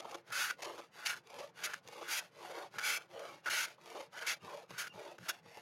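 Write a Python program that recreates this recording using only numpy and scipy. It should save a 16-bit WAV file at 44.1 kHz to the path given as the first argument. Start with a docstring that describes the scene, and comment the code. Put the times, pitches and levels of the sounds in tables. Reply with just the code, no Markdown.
"""Two-handed scraper on a wooden table top

A steel scraper strips old finish, outdoors and close by, over a faint steady noise of air.
On each pull the edge skids, then bites: chattering fractures crack varnish and ring the blade.
Returns rub lightly over ripples: noise lumps plus a burr whose pitch follows the stroke speed.
Snags, taps and squeaks punctuate it; steel and table modes ring; the table booms softly under the load."""
import sys
import numpy as np
from scipy import signal
from scipy.fft import rfft, irfft, next_fast_len
from scipy.io import wavfile
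from scipy.ndimage import map_coordinates

SR = 44100
rng = np.random.default_rng(int(sys.argv[2]) if len(sys.argv) > 2 else 0)


def to_wav(sig):
    """Store sig (one row per channel, or 1-D mono) as 16-bit WAV at the path in sys.argv[1].

    Samples outside -1..1 are clipped; the rate is SR.
    """
    pcm = np.clip(np.atleast_2d(sig), -1, 1) * 32767
    pcm = np.round(pcm).astype(np.int16)
    wavfile.write(sys.argv[1], SR, pcm.T)  # frames by channels


N = 247401
T_S = np.arange(N) / SR
FFT_SIZE = 2 * next_fast_len(N // 2 + 8192)  # padded so that filter tails do not wrap
FFT_HZ = np.fft.rfftfreq(FFT_SIZE, 1 / SR)

# spectrum of varnish and grit torn by the edge: freq_hz, relative_db
RASP_SPECTRUM = [(40, -58), (350, -22), (800, -5.5), (1100, -9.5), (1700, 0.5), (2500, 1.5), (4000, -2),
                 (6700, -0.5), (7500, -11.5), (8800, -13.5), (11000, -12), (13000, -23), (16000, -30)]
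# spectrum of the ringing blade: freq_hz, relative_db
RING_SPECTRUM = [(500, -36), (1050, -20), (1300, -9), (1400, -3), (1465, 0), (1600, -4), (1750, -14),
                 (2400, -23), (5000, -45)]
# spectrum of the dull rub and knock of wood: freq_hz, relative_db
RUB_SPECTRUM = [(40, -53), (100, -28), (280, -8), (400, 1.5), (600, 1.5), (1000, 2), (1300, 0),
                (1600, -36.5), (3500, -15), (8000, -57)]
# spectrum of shattering varnish and fine dust: freq_hz, relative_db
FIZZ_SPECTRUM = [(2000, -39), (6500, -2), (8500, -9), (10000, -2.5), (13000, -6.5), (14000, -21),
                 (16000, -10.5)]


def amp(db):
    """Decibels to gain."""
    return 10 ** (np.asarray(db) / 20)


def unit(x):
    """x at rms 1."""
    return x / np.sqrt(np.mean(x ** 2) + 1e-20)


def wobble(knots_per_s):
    """Smooth random curve: a spline through normal random knots."""
    knots = rng.standard_normal(int(N * knots_per_s / SR) + 4)
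    return map_coordinates(knots, [np.arange(N) * knots_per_s / SR])


def gate(start_s, end_s, edge_s):
    """1 between start and end, with linear edges."""
    return np.clip(np.minimum(T_S - start_s, end_s - T_S) / edge_s + .5, 0, 1)


def coloured(x, spectrum):
    """x through a minimum-phase filter with the given spectrum, at rms 1."""
    hz, db = np.transpose(spectrum)
    magnitude = amp(np.interp(np.log(FFT_HZ + 1), np.log(hz), db))
    cepstrum = irfft(np.log(magnitude))
    cepstrum[1:FFT_SIZE // 2] *= 2  # fold to causal
    cepstrum[FFT_SIZE // 2 + 1:] = 0
    return unit(irfft(rfft(x, FFT_SIZE) * np.exp(rfft(cepstrum)))[:N])


def fractures(rate_per_s, scatter_db):
    """Tiny breaks at random moments, of random sign and unequal size, at rms 1."""
    breaks = rng.random(N) < rate_per_s / SR
    sizes = amp(scatter_db * rng.standard_normal(N))
    return unit(breaks * rng.choice([-1, 1], N) * sizes)


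def air():
    """Open air: steady coloured noise."""
    # spectrum of the air: freq_hz, relative_db
    air_spectrum = [(25, -41), (120, 2.5), (500, 10), (1500, 5), (5000, -13.5), (15000, -43)]
    return amp(-71.5) * coloured(rng.standard_normal(N), air_spectrum)


def strokes():
    """Pulls and returns as rows of one shape, ending in ripple pitch and growth powers."""
    # scraper pulled along the grain:
    # start_s, end_s, fastest_share, rub_db, blade_ring_db, hiss_db, thump_db
    pulls = [(0.238, 0.569, 0.59, -56.5, -36, -51.5, -66), (0.904, 1.22, 0.65, -56.5, -41, -50.5, -70.0),
             (1.532, 1.81, 0.49, -56.5, -41, -51.0, -70), (1.997, 2.31, 0.3, -57, -43, -52.0, -73.0),
             (2.692, 3.078, 0.45, -53.5, -42, -52.0, -61), (3.42, 3.771, 0.32, -55.5, -40.5, -50, -61),
             (4.1, 4.394, 0.397, -54.0, -43.5, -50.5, -82), (4.67, 4.928, 0.39, -59.5, -45.5, -54, -57.5),
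             (5.174, 5.419, 0.41, -59.0, -50.5, -54.5, -55)]
    # scraper pushed forward again:
    # start_s, end_s, fastest_share, rub_db, blade_ring_db, hiss_db, thump_db, ripple_hz
    returns = [(-0.088, 0.23, 0.68, -50.5, -63.0, -59, -69.0, 680.0),
               (0.554, 0.897, 0.31, -48, -71, -54, -71, 670.0),
               (1.224, 1.523, 0.63, -49, -73, -57, -83, 560.0),
               (1.813, 2.082, 0.59, -53.5, -70, -57.0, -67.0, 630.0),
               (2.301, 2.7, 0.73, -47.5, -49.5, -53.5, -77.0, 700.0),
               (3.071, 3.424, 0.47, -48, -52.5, -55, -67.0, 760.0),
               (3.765, 4.092, 0.68, -52.5, -76, -56.5, -70.0, 580.0),
               (4.387, 4.676, 0.41, -49.5, -57, -56, -57, 680.0),
               (4.902, 5.188, 0.44, -50.0, -57.5, -57.0, -58.5, 590.0),
               (5.411, 5.72, 0.53, -60, -72, -59.5, -66, 640.0)]
    # gain as a power of edge speed: rub_power, blade_ring_power, hiss_power, powder_power
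    pull_growth = (1.17, 2.73, 1.36, 1.6)
    # same for the returns: rub_power, blade_ring_power, hiss_power, powder_power
    return_growth = (1.66, 4.6, 1.25, 2.7)
    pull_ripple_hz = 876.3  # at full speed
    return ([(*row, pull_ripple_hz, pull_growth) for row in pulls]
            + [(*row, return_growth) for row in returns])


def flexing():
    """Table boom: steady low noise with a wavering level; heavier weight shifts thump early in a stroke."""
    # spectrum of the flexing table: freq_hz, relative_db
    flex_spectrum = [(25, -56), (50, -35), (75, -20), (100, -6), (132, 1.5), (150, -1.5), (170, 3.5),
                     (220, -8), (300, -11), (600, -52.5)]
    thump_share, rise_s, fall_s = .18, .02, .035
    load = amp(-75.5 + 2 * wobble(12))
    for start_s, end_s, *_, thump_db, _, _ in strokes():
        age_s = T_S - start_s - thump_share * (end_s - start_s)
        width_s = np.where(age_s < 0, rise_s, fall_s)
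        thump = amp(thump_db) * np.exp(-(age_s / width_s) ** 2)
        load = np.maximum(load, thump)
    return load * coloured(fractures(760, scatter_db=2), flex_spectrum)


def squeaking():
    """Squeaks and grunts on bare wood: short unsteady gliding tones with a faint octave."""
    # squeaks, levels before a common trim: start_s, length_s, start_hz, end_hz, level_db
    squeaks = [(1.39, .02, 2750, 2650, -60), (3.158, .025, 2980, 2900, -60), (4.135, .035, 680, 1000, -56),
               (4.405, .02, 2780, 2880, -68), (4.575, .072, 980, 470, -54), (4.897, .033, 2810, 2780, -59),
               (4.934, .018, 2850, 3000, -66)]
    out = np.zeros(N)
    for start_s, length_s, start_hz, end_hz, level_db in squeaks:
        end_s = start_s + length_s
        hz = np.interp(T_S, [start_s, end_s], [start_hz, end_hz]) + 55 * wobble(400)
        phase = 2 * np.pi * np.cumsum(hz) / SR
        tone = np.sin(phase) + .12 * np.sin(2 * phase)
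        out += amp(level_db - 2 + 2 * wobble(150)) * gate(start_s, end_s, edge_s=.012) * tone
    return out


def tapping():
    """Steel set down, bumping a ridge or flicking a chip: decaying tick and longer wooden knock."""
    # taps, levels before common trims: start_s, tick_db, knock_db
    taps = [(0.303, -45, -50), (0.957, -55, -54), (1.165, -41, -58), (1.272, -47, -72),
            (1.3027, -44.5, -65), (1.342, -44, -57), (1.8755, -38.5, -62), (1.886, -42.5, -49),
            (2.9747, -43, -45.5), (3.194, -40.5, -48), (3.7817, -72, -54.5), (3.859, -43, -53),
            (3.902, -40, -71), (4.706, -42, -46), (4.939, -54, -54), (5.459, -59, -52), (5.572, -45, -46.5)]
    tick_t60_s, knock_t60_s = .016, .076
    tick, knock = np.zeros(N), np.zeros(N)
    for start_s, tick_db, knock_db in taps:
        age_s = np.maximum(T_S - start_s, 0)
        tick += (T_S >= start_s) * amp(tick_db - 7.5 - 60 * age_s / tick_t60_s)
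        knock += (T_S >= start_s) * amp(knock_db - 5.5 - 60 * age_s / knock_t60_s)
    tick_noise = coloured(rng.standard_normal(N), RASP_SPECTRUM)
    knock_noise = coloured(rng.standard_normal(N), RUB_SPECTRUM)
    return tick * tick_noise + knock * knock_noise


def catching():
    """Brief snags of the edge: gated grit, blade ping and wooden knock, all from fractures."""
    # snags, levels before common trims: start_s, length_s, rasp_db, blade_ring_db, knock_db
    catches = [(0.0, 0.0076, -36, -62, -37.5), (0.0457, 0.015, -53, -65, -36),
               (0.11, 0.0092, -41, -58, -45), (.144, 0.014, -38, -42.5, -32.5),
               (0.501, 0.012, -30, -31, -50), (0.621, 0.0162, -32.5, -61, -38),
               (0.644, 0.0148, -34.5, -63, -46), (0.779, 0.027, -47, -48, -37.5),
               (1.06, .014, -22, -42, -62), (1.386, 0.022, -40.5, -62, -38),
               (1.735, 0.0088, -30.5, -30, -56), (2.0114, .022, -46.5, -58, -35.5),
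               (2.739, .0084, -50, -50, -46), (2.784, .014, -31, -26.5, -43),
               (3.459, 0.032, -35.5, -29.5, -40.5), (3.95, .03, -48, -65, -37.5),
               (4.004, 0.01127, -41.5, -59, -40.5), (4.868, .014, -39.5, -36.5, -53),
               (5.182, 0.0078, -47.5, -42.5, -44.5)]
    gains = np.zeros((3, N))
    for start_s, length_s, rasp_db, ring_db, knock_db in catches:
        peaks = amp([[rasp_db - 14.5], [ring_db - 10.5], [knock_db - 11.5]])
        gains += peaks * gate(start_s, start_s + length_s, edge_s=.0011)
    spectra = (RASP_SPECTRUM, RING_SPECTRUM, RUB_SPECTRUM)
    return sum(gain * coloured(fractures(12000, scatter_db=2), spectrum)
               for gain, spectrum in zip(gains, spectra))


def stroke_speed(start_s, end_s, fastest_share):
    """Edge speed, 0 to 1: breaks free from rest, peaks, and dies as the hands turn round."""
    creep_share, rest_s, grip_s = .11, .008, .045  # creep: speed floor inside the gate
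    peak_s = start_s + (end_s - start_s) * fastest_share
    swing = np.sin(np.pi * np.interp(T_S, [start_s, peak_s, end_s], [0, .5, 1]))
    moving = gate(start_s + rest_s, end_s - rest_s, edge_s=grip_s)
    return moving * (creep_share + (1 - creep_share) * swing)


def slide_controls():
    """Rub, ring, hiss and powder gains and ripple pitch: all rise with stroke speed."""
    pitch_power = .15
    gains, pitch_hz = np.zeros((4, N)), np.full(N, 876.3)
    for start_s, end_s, fastest, rub_db, ring_db, hiss_db, _, ripple_hz, growth in strokes():
        speed = stroke_speed(start_s, end_s, fastest)
        moving = speed > 0
        full_speed_gains = amp([[rub_db], [ring_db], [hiss_db], [hiss_db]])
        added = full_speed_gains * speed[moving] ** np.array(growth)[:, None]
        gains[:, moving] = np.hypot(gains[:, moving], added)
        pitch_hz[moving] = ripple_hz * speed[moving] ** pitch_power
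    spacing = np.exp(.17 * wobble(16))  # ripple spacing varies along the board
    return (*gains, pitch_hz * spacing)


def ripples(pitch_hz, spread):
    """Burr of the edge over uneven ripples: a sine of jittered pitch and random level."""
    phase = np.cumsum(pitch_hz * np.exp(spread * wobble(450))) / SR
    return unit(np.sin(2 * np.pi * phase) * amp(3.8 * wobble(160)))


def sliding():
    """Light contact: dull rub with a burr, hissing dust and crumbs on wood; the blade sings softly."""
    # spectrum of dust and crumbs: freq_hz, relative_db
    hiss_spectrum = [(40, -68), (200, -19), (1000, 2), (2000, 5.5), (3000, 3), (4500, 0), (6600, -1.5),
                     (7500, -9), (9000, -10.5), (11500, -9.5), (13000, -18), (16000, -25)]
    rub_gain, ring_gain, hiss_gain, powder_gain, pitch_hz = slide_controls()
    rub = amp(-5) * coloured(fractures(700, scatter_db=1), RUB_SPECTRUM)
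    rub += amp(-7.5) * ripples(pitch_hz, spread=.2)
    lumps = amp(1.55 * wobble(40))
    dust = amp(-3) * fractures(7000, scatter_db=4.5)
    crumbs = amp(-8) * fractures(130, scatter_db=3)
    hiss = amp(-3.64) * coloured(dust + crumbs, hiss_spectrum)
    patches = amp(-19 + .83 * wobble(19))  # fine dust brightens the hiss
    powder = patches * coloured(fractures(7000, scatter_db=4.5), FIZZ_SPECTRUM)
    wood = rub_gain * lumps * rub + hiss_gain * hiss + powder_gain * powder
    blade = ring_gain * amp(-7) * coloured(fractures(1500, scatter_db=2.5), RING_SPECTRUM)
    grain_bumps = amp(1.5 * wobble(70))
    return grain_bumps * np.array([wood, blade])


def bite_gains():
    """Ring, rasp, fizz and overtone gains: each cut deepens, eases and tears free; depth judders."""
    # edge cutting in mid-pull; levels at the deepest point, before judder and source trims; swell and
    # ease: rasp drop at the start and end of the cut:
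    # start_s, end_s, deepest_share, blade_ring_db, rasp_db, fizz_db, overtone_db, swell_db, ease_db
    bites = [(.322, 0.513, 0.48, -35, -40, -45.5, -44, 6, 11.5),
             (1.053, 1.142, 0.49, -42, -43.5, -50, -36, 2, 6.5),
             (1.635, 1.664, 0.26, -45, -37, -46, -40, 6, 5.5),
             (2.08, 2.198, 0.51, -43.5, -39, -45, -40, 11, 2),
             (2.794, 2.979, .42, -39, -40, -44.5, -29.5, 23, 5),
             (3.497, 3.657, .3, -38, -39.5, -47.5, -33, 1.5, 4.5),
             (4.265, 4.344, 0.065, -38.5, -38, -47.5, -32, 0, 10),
             (4.779, 4.879, 0.096, -39, -42.5, -47.5, -43, 6, 23.5),
             (5.284, 5.31, 0.33, -33, -38.5, -42, -41, 8, 6.5)]
    attack_s, release_s, curve_power = .005, .0035, 1.38
    ring_follow, fizz_follow = .3, 1.06  # dB per dB of rasp
    gains = np.zeros((4, N))
    for start_s, end_s, deepest, ring_db, rasp_db, fizz_db, overtone_db, swell_db, ease_db in bites:
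        dig_in = np.clip((T_S - start_s) / attack_s + .5, 0, 1)
        tear_off = np.exp(-np.maximum(T_S - end_s + release_s / 2, 0) / release_s)
        cutting = dig_in * tear_off
        on = cutting > .001
        deepest_s = start_s + (end_s - start_s) * deepest
        away = np.interp(T_S[on], [start_s, deepest_s, end_s], [-1, 0, 1])
        depth_db = -np.where(away < 0, swell_db, ease_db) * abs(away) ** curve_power
        levels_db = [ring_db + ring_follow * depth_db, rasp_db + depth_db,
                     fizz_db + fizz_follow * depth_db, overtone_db + depth_db]
        gains[:, on] += cutting[on] * amp(levels_db)
    return gains * amp(1.4 * wobble(90))


def chatter(slip_hz, jitter, release_periods):
    """Stick and slip: a kick at each irregular slip, over near-even cutting that eases until the next."""
    phase = np.cumsum(slip_hz * np.exp(jitter * wobble(200) + .12 * wobble(14))) / SR
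    kicks = np.diff(np.floor(phase), prepend=0) * amp(1.2 * rng.standard_normal(N))
    easing = np.exp(-(phase % 1) / release_periods)
    return unit(kicks - kicks.mean()), unit(easing)


def biting():
    """Cutting edge: varnish shatters almost evenly; slips kick the blade and its overtone."""
    # spectrum of the blade's overtone: freq_hz, relative_db
    overtone_spectrum = [(1200, -35), (1900, -12), (2150, -2), (2280, 0), (2450, -11), (4000, -35)]
    ring_gain, rasp_gain, fizz_gain, overtone_gain = bite_gains()
    kicks, easing = chatter(slip_hz=331.2, jitter=.2, release_periods=5.4)
    torn = easing * fractures(22000, scatter_db=1.5) + .4 * kicks
    rasp = amp(-.5) * coloured(torn, RASP_SPECTRUM)
    fizz = amp(-1) * coloured(easing * fractures(24000, scatter_db=5), FIZZ_SPECTRUM)
    ring = amp(-6.5) * coloured(fractures(3500, scatter_db=2) + .66 * kicks, RING_SPECTRUM)
    overtone = amp(-15.5) * coloured(fractures(3500, scatter_db=0) + .47 * kicks, overtone_spectrum)
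    wood = rasp_gain * rasp + fizz_gain * fizz
    blade = ring_gain * ring + overtone_gain * overtone
    return np.array([wood, blade])


def travelling(x, share, knots_per_s, drift, count=8):
    """Board-edge echoes over short, randomly drifting paths: the colour shifts."""
    damped = signal.lfilter(*signal.butter(1, 7000, fs=SR), x)  # wood swallows the top of each echo
    out, power = x.copy(), np.ones(N)
    for path_s in np.geomspace(.0008, .007, count):
        delay_samples = path_s * SR * np.exp(drift * wobble(3))
        strength = share * wobble(knots_per_s)
        out += strength * map_coordinates(damped, [np.arange(N) - delay_samples], order=1)
        power += .8 * strength ** 2
    return out / np.sqrt(power)  # evens out the level


def resonate(x, modes):
    """x plus the ringing of the band-pass modes that it drives."""
    f = FFT_HZ
    ringing = sum(amp(db) * 1j * f * width / (centre ** 2 - f * f + 1j * f * width)
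                  for centre, width, db in modes)
    return irfft(rfft(x, FFT_SIZE) * (1 + ringing))[:N]


def scene():
    """Contact sounds ring in steel, then in the table top; boom and air are added directly."""
    # modes of the scraper's steel head, level over the direct sound: freq_hz, width_hz, level_db
    steel_modes = [(2160, 393, -6), (4640, 580, -5.5), (6750, 1250, -12.5), (9700, 240, 4.5),
                   (12800, 1400, 1)]
    # modes of the table top, level over the direct sound: freq_hz, width_hz, level_db
    table_modes = [(345.5, 10.8, 4.5), (461.7, 18.6, 2.5), (568, 34, 0.5), (846, 15, -2.5), (1449, 12, -7),
                   (1750, 29, -3.5), (2323, 24, -0.5), (2627, 39, 0), (2808, 48, 0.5), (3085, 85, -5.5),
                   (3426, 52, -1.5), (3720, 45, -4)]
    wood, blade = sliding() + biting()
    wood = travelling(wood, share=.36, knots_per_s=11, drift=.06)
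    contacts = wood + blade + catching() + tapping() + squeaking()
    scraping = resonate(resonate(contacts, steel_modes), table_modes)
    return (scraping + flexing() + air())[None]


def record(dry):
    """Thins the deepest bass and keeps nothing above the band limit."""
    bass_cut_hz, top_hz = 66, 15800
    high_pass = signal.butter(4, bass_cut_hz, "highpass", fs=SR, output="sos")
    thinned = signal.sosfilt(high_pass, dry)
    return irfft(rfft(thinned, FFT_SIZE) * (FFT_HZ < top_hz))[:, :N]


dry = scene()
out = record(dry)
to_wav(out)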